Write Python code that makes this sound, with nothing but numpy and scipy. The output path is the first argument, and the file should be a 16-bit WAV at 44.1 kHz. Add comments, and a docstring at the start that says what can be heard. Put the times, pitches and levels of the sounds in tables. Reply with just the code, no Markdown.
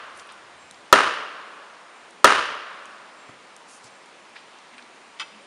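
"""A quiet conifer forest, with the microphone some metres from a big trunk; an axe drives plastic wedges into it.
Each blow rings a wedge as decaying sines; the cracks overload the input and return from the trunks as echoes
and scattered noise. The axe is set down with low thuds; twigs tick and litter rustles under boots as filtered
noise, and random slips knock a loose wedge. Thin insect notes and a low hum that swells twice are wavering
sines, over the shaped noise of air in the crowns and a low rumble that stops early."""
import sys
import numpy as np
from scipy import signal
from scipy.io import wavfile
from scipy.ndimage import uniform_filter1d

SR = 44100
rng = np.random.default_rng(int(sys.argv[2]) if len(sys.argv) > 2 else 0)


def bounce(signal):
    """Save signal as a 16-bit WAV file at the path given by the first command-line argument."""
    frames = np.transpose(np.atleast_2d(signal))
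    limited = np.clip(frames, -1, 1)
    pcm = np.round(limited * 32767).astype(np.int16)
    wavfile.write(sys.argv[1], SR, pcm)


N = 240863


def gain_of(db):
    """Decibels to amplitude."""
    return 10 ** (np.asarray(db) / 20)


def evened(x):
    """Scales to rms 1."""
    return x / np.sqrt(np.mean(x ** 2) + 1e-20)


def read(points, hz):
    """Interpolates the columns of a table on a log-frequency axis, each as an upright column."""
    table_hz, *columns = np.transpose(points)
    log_hz, log_table_hz = np.log(hz + 1), np.log(table_hz + 1)
    return np.array([np.interp(log_hz, log_table_hz, column) for column in columns])[:, :, None]


def add(mix, s, sound):
    """Mixes a sound in at time s, which may lie before the start."""
    at = round(s * SR)
    sound = sound[max(-at, 0):]
    part = mix[max(at, 0):][:len(sound)]
    part += sound[:len(part)]


def band(x, hz, octaves):
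    """Band-pass around hz, reaching the given octaves to each side."""
    edges = np.clip([hz / 2 ** octaves, hz * 2 ** octaves], 20, SR * .45)
    return signal.lfilter(*signal.butter(2, edges, "band", fs=SR), x)


def ring(modes, tilt_db=0, spread=0.):
    """Decaying sines, each rising over about its first cycle; the tilt is in dB per octave about 1300 Hz."""
    t = np.arange(SR // 8) / SR
    total = 0
    for hz, db, t60 in modes:
        level = gain_of(db + tilt_db * np.log2(hz / 1300) - 60 * t / t60)
        rise = 1 - np.exp(-2.5 * hz * t)
        detuned_hz = hz * (1 + spread * rng.standard_normal())
        total = total + level * rise * np.sin(2 * np.pi * detuned_hz * t)
    return total


def coloured_click(points, tilt_db):
    """A causal pulse with the given spectrum: its minimum phase follows from the log gain."""
    hz = abs(np.fft.fftfreq(4096, 1 / SR))
    db = read(points, hz)[0, :, 0] + tilt_db * np.log2((hz + 30) / 1300)
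    log_gain = np.log(gain_of(db))
    return np.fft.ifft(np.exp(np.conj(signal.hilbert(log_gain)))).real[:2048]


def tone(hz, db, throb_db, wobble):
    """A near sine that wavers about the given pitch (wobble: rms fraction) and rms level (throb: rms dB)."""
    draws = rng.standard_normal((SR // 2, 2))[:len(db)]
    pitch_drift, level_drift = (evened(uniform_filter1d(v, size=400)) for v in draws.T)
    turns = np.cumsum(hz * (1 + wobble * pitch_drift)) / SR
    return np.sqrt(2) * gain_of(db + throb_db * level_drift) * np.sin(2 * np.pi * turns)


def axe(echoes, scatter):
    """Every blow rings the wedge; near trunks return that ring, far trees blur it to a broad crack."""
    # Axe blows, the first before the start. Each row: start in seconds, strength in dB, treble tilt in dB per octave.
    blows = [(-.39, 9, 2.5), (0.9271, 11.5, 2.5), (2.244, 12, 3)]
    # Ring of struck wedge and trunk. 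Each row: pitch in Hz, level in dB before the tilt, t60 in seconds.
    wedge_modes = [(413, -14.5, 0.067), (607, -9, 0.034), (1003, -6, 0.021), (1286, 8.5, 0.01),
                   (1704, -2.5, 0.011), (2570, -5.5, 0.0023)]
    # Colour of the crack as it spreads among the trees. Each row: frequency in Hz, relative level in dB.
    snap = [(35, -65), (70, -23), (130, -27.5), (230, -11), (400, -8.5), (640, -9), (850, -13), (1050, -2),
            (1290, 2), (1650, -0.5), (2150, -10), (2800, -9.5), (3800, -19.5), (5000, -26), (9200, -34),
            (11500, -59)]
    snap_db = 22
    splinter_db, splinter_t60 = -6.5, 0.019  # short hiss of steel on plastic
    out, t = np.zeros(N), np.arange(SR // 40) / SR
    for s, db, tilt_db in blows:
        wedge = ring(wedge_modes, tilt_db, .008)
        hiss = band(rng.standard_normal(len(t)), 4700, 0.6)
        add(wedge, 0, hiss * gain_of(splinter_db - 60 * t / splinter_t60))
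        crack = gain_of(snap_db) * coloured_click(snap, tilt_db)
        near_return = signal.fftconvolve(wedge, echoes)
        far_return = signal.fftconvolve(crack, scatter)
        for sound in wedge, near_return, far_return:
            add(out, s, gain_of(db) * sound)
    return out


def forest():
    """The answer of the stand to one click: single echoes, and a scatter that dies in two stages."""
    # Single echoes off the ground and near trunks. Each row: delay in seconds, level in dB.
    trunks = [(0.0066, -21), (0.0106, -21), (0.0154, -30), (0.0224, -27), (0.0298, -25), (0.0404, -33.5),
              (0.0487, -32.5), (0.0588, -31), (0.0627, -31), (0.0716, -35), (0.0774, -26.5), (0.088, -33)]
    # Decay of the echoes with delay on the way through the trees; a negative loss is a lift.
    # Each row: frequency in Hz, loss in dB per second.
    foliage = [(100, 23), (500, 10), (1300, 7), (3000, -5), (6000, 27), (11000, 78)]
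    # Dense scatter from many far trees. Each row: frequency in Hz, near level in dB, near t60 in seconds,
    # far level in dB, far t60 in seconds; the levels are relative.
    scatter_bands = [(60, -18, 0.36, -59, 1.5), (201, -22.5, 0.11, -53, 1.7),
                     (503, -28.5, 0.83, -49.5, 3.6), (880, -30, 0.79, -44, 2.45),
                     (1390, -35.5, 0.69, -52.5, 2.47), (2900, -35.5, 0.8, -50.5, 1.96),
                     (5200, -32.5, 0.76, -55, 2.57), (7600, -34.5, 0.59, -65, 0.74),
                     (11100, -27.5, 0.53, -63, 1)]
    clumping = 0.39  # how far the scatter gathers around the single echoes, 0-1
    # farther trunks stand at random
    far_trunks, far_from_s, far_gap_s = 40, .095, .0066
    far_db, far_fall_db_per_s, far_spread_db = -37, 62.5, 2.5
    stft = dict(nperseg=256, noverlap=192)

    taps = np.zeros(3 * SR)
    place, size = rng.random(far_trunks), rng.standard_normal(far_trunks)
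    beyond_s = far_gap_s * (np.arange(far_trunks) + place)
    far_levels_db = far_db - far_fall_db_per_s * beyond_s + far_spread_db * size
    for s, db in trunks + list(zip(far_from_s + beyond_s, far_levels_db)):
        bark = 0.57 * rng.standard_normal(96) * np.hanning(96)  # rough bark smears the treble of each echo
        add(bark, .0004, np.hanning(11) * rng.choice([-1, 1]))  # the round trunk returns the body whole
        add(taps, s, gain_of(db) * bark / np.linalg.norm(bark))

    hz, t, echoes = signal.stft(taps, SR, **stft)
    scatter = signal.stft(rng.standard_normal(3 * SR), SR, **stft)[2]
    near_db, near_t60, far_db, far_t60 = read(scatter_bands, hz)
    near_stage = gain_of(near_db - 60 * t / near_t60)
    far_stage = gain_of(far_db - 60 * t / far_t60)
    scatter *= np.hypot(near_stage, far_stage)
    energy = uniform_filter1d((abs(echoes) ** 2).sum(0), size=3, origin=1)
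    clumps = (energy + 1e-7) / (uniform_filter1d(energy, size=24) + 1e-7)
    scatter *= (0.35 + clumps) ** clumping  # boughs stand where the trunks stand
    echoes *= gain_of(-read(foliage, hz)[0] * t)
    answer = signal.istft(np.array([echoes, scatter]), SR, **stft)[1]
    return answer * np.clip(np.arange(answer.shape[1]) / SR / 0.0025, 0, 1)  # nothing returns at once


def loose_wedge():
    """Bursts of random slips ring the free plastic wedge as it is scraped and knocked."""
    # Each row: start in seconds, length in seconds, rms level in dB, treble tilt in dB per octave,
    # change of slip level over the burst in dB.
    knocks = [(5.197, .019, -30, 7.5, -5), (5.2158, 0.022, -35, 3, -20)]
    # Modes of the loose wedge. Each row: pitch in Hz, relative level in dB before the tilt, t60 in seconds.
    loose_modes = [(885, -8, 0.067), (1180, -8, 0.012), (1460, 8, 0.0089), (2020, 0.5, 0.016),
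                   (2260, -8, 0.021), (2620, -9, .07), (3180, -3, .014), (4900, -7, .011),
                   (3470, -3.5, 0.0091), (4250, -9, 0.0095), (5800, -10, 0.0043), (6930, -12.5, 0.0041),
                   (8400, -18, .005), (8900, -30, .005)]
    out = np.zeros(N)
    for s, length, db, tilt_db, fade_db in knocks:
        draws = rng.standard_normal((SR // 20, 2))[:round(length * SR)]
        slip_db = 3.0 * draws[:, 1] + fade_db * np.linspace(0, 1, len(draws))
        slips = draws[:, 0] * gain_of(slip_db)
        ringing = signal.fftconvolve(slips, ring(loose_modes, tilt_db))
        sound = band(ringing, 2600, 1.5)  # too small to radiate bass
        add(out, s, gain_of(db) * sound / sound[:len(draws)].std())
    return out


def underfoot():
    """Ticks are decaying noise bands, rustles grainy noise of uneven strength, thuds two low modes each."""
    # Twig and needle ticks. 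Each row: start in seconds, peak in dB, centre in Hz, half width in octaves,
    # t60 in seconds of the noise before its band-pass.
    ticks = [(.175, -38, 9000, .5, .02), (0.196, -34.5, 4740, 0.79, 0.034), (.272, -45, 8850, .4, 0.017),
             (.291, -36, 1700, 0.91, .02), (.3215, -39.5, 9000, .4, .015), (0.7108, -26, 3000, 2.4, 0.0059),
             (.744, -38.5, 4000, 0.63, .02), (2.108, -41, 6500, 0.45, 0.015),
             (2.856, -34.5, 7600, 0.35, 0.0054), (3.565, -32.5, 8600, .6, 0.006),
             (3.843, -34, 5000, 1.3, 0.0065), (4.06, -44, 8450, 0.32, 0.011), (4.294, -50, 9500, .3, .012),
             (4.587, -41, 4000, 0.71, 0.017), (4.781, -32.5, 2000, .9, 0.03),
             (4.824, -37, 3480, 0.52, 0.021), (5.19, -36, 2500, .6, 0.011)]
    # Litter under boots. Each row: start in seconds, length in seconds, rms in dB before the taper, centre in Hz.
    rustles = [(0.14, 0.099, -56.5, 7700), (0.278, 0.057, -52, 3000), (2.08, 0.034, -66, 7040),
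               (3.272, 0.052, -64, 6030), (3.654, 0.16, -52.5, 7140), (3.814, 0.085, -54, 6000),
               (4.345, 0.064, -50.5, 3460), (4.353, 0.024, -41, 1700), (4.727, 0.029, -49, 1860),
               (4.38, .3, -60.5, 2820), (4.781, .022, -45, 1850), (5.313, .12, -59, 2200)]
    # Boots and axe head on the ground. Each row: start in seconds, lower mode level in dB,
    # its pitch in Hz, its t60 in seconds.
    thuds = [(2.03, -60, 89, 0.053), (3.2915, -40, 147, 0.047), (3.293, -38, 623, 0.023),
             (3.845, -49, 130, 0.072)]
    out, t = np.zeros(N), np.arange(SR // 20) / SR
    for s, db, hz, octaves, t60 in ticks:
        tick = band(rng.standard_normal(len(t)) * gain_of(-60 * t / t60), hz, octaves)
        add(out, s, gain_of(db) * tick / abs(tick).max())
    for s, length, db, hz in rustles:
        draws = rng.standard_normal((SR // 2, 2))[:round(length * SR)]
        grains = draws[:, 0] * gain_of(5.6 * draws[:, 1])
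        rustle = evened(band(grains, hz, 0.44))
        add(out, s, gain_of(db) * rustle * signal.windows.tukey(len(grains), .7))
    for s, db, hz, t60 in thuds:
        add(out, s, ring([(hz, db, t60), (1.92 * hz, db + 2, t60 * 0.8)]))
    return out


def insects():
    """High thin notes, wavering sines: each swells fast, then fades over its length."""
    # Each row: start in seconds, length in seconds, rms level in dB before the fades, pitch in Hz.
    notes = [(0.58, 0.25, -60, 7600), (1.944, 0.19, -64.5, 7600), (3.16, 0.22, -60.5, 7585),
             (3.81, .075, -54, 7740), (3.895, .17, -63, 7605), (4.675, .08, -70, 8580),
             (4.76, 0.064, -57, 8575), (5.415, .06, -59, 8585)]
    rise_s, fade_db = .025, -14
    out = np.zeros(N)
    for s, length, db, hz in notes:
        t = np.arange(0, length, 1 / SR)
        edges = np.clip(np.minimum(t, length - t) / rise_s, 0, 1)
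        add(out, s, edges * tone(hz, db + fade_db * t / length, 2.5, .0025))
    return out


def hums():
    """A low hum, a wavering sine whose level and pitch swell and sink along one arch."""
    # Each row: start in seconds, length in seconds, rms level at the top in dB, top pitch in Hz.
    swells = [(4.703, 0.17, -60, 253), (5.3, 0.12, -57, 214)]
    ends_db, sag = -5, .13  # further drop in level and fraction of pitch lost at the ends
    out = np.zeros(N)
    for s, length, db, hz in swells:
        arch = np.sin(np.pi * np.arange(0, length, 1 / SR) / length)
        pitch_hz = hz * (1 - sag * (1 - arch))
        add(out, s, np.sqrt(arch) * tone(pitch_hz, db + ends_db * (1 - arch), 1.2, .011))
    return out


def hush():
    """Air in the crowns: random short-time spectra with faint drifting patches."""
    # Colour of the hush. Each row: frequency in Hz, relative density in dB per Hz.
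    colour = [(18, -77), (30, -23), (125, -23.5), (186, -7.5), (425, -5), (588, -3.5), (1070, -1.5),
              (1240, -3), (1480, -5.5), (2270, -6.5), (6160, -19), (8740, -19.5), (11800, -34.5),
              (15300, -73), (22000, -120)]
    hush_db = -49  # rms
    frames, hz = N // 256 + 5, np.fft.rfftfreq(1024, 1 / SR)
    real, imaginary, patches = rng.standard_normal((frames, 513, 3)).T
    patches = uniform_filter1d(patches, size=14, axis=0)  # across frequency
    patches = evened(uniform_filter1d(patches, size=16, axis=1))  # across time
    spectra = (real + 1j * imaginary) * gain_of(read(colour, hz)[0] + .7 * patches)
    air = signal.istft(spectra, nperseg=1024, noverlap=768)[1][:N]
    return gain_of(hush_db) * evened(air)


def rumble():
    """Narrow low noise that stops early with a short fade."""
    rumble_db, ends_s, fade_s = -72.5, 0.81, .1  # rms before the fade, start and length of the fade
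    noise = band(band(rng.standard_normal(N), 93, 0.64), 93, 0.64)
    fade = np.clip(1 - (np.arange(N) / SR - ends_s) / fade_s, 0, 1)
    return evened(noise) * gain_of(rumble_db) * fade


def scene():
    """Everything as it reaches the microphone; the sounds close by also excite the scatter of the stand."""
    echoes, scatter = forest()
    near = underfoot() + loose_wedge()
    near = near + gain_of(-13) * signal.fftconvolve(near, scatter)[:N]
    return (axe(echoes, scatter) + near + hush() + rumble() + insects() + hums())[None]


def record(dry):
    """The capsule cuts bass and top and dips in the treble; the input clips loud peaks; then the band limit."""
    capsule_hz, low_cut_hz, edge_hz = 11100, 51, 16200
    capsule = signal.firwin(127, capsule_hz, window=("kaiser", 9), fs=SR)
    heard = signal.oaconvolve(dry, capsule[None], "same")
    heard = signal.lfilter(*signal.butter(2, low_cut_hz, "high", fs=SR), heard)
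    heard = heard - .5 * signal.lfilter(*signal.iirpeak(7950, 14, fs=SR), heard)  # narrow dip, half the amplitude
    clipped = np.clip(heard, -.985, .985)
    band_limit = signal.firwin(255, edge_hz, window=("kaiser", 5), fs=SR)
    return signal.oaconvolve(clipped, band_limit[None], "same")


dry = scene()
out = record(dry)
bounce(out)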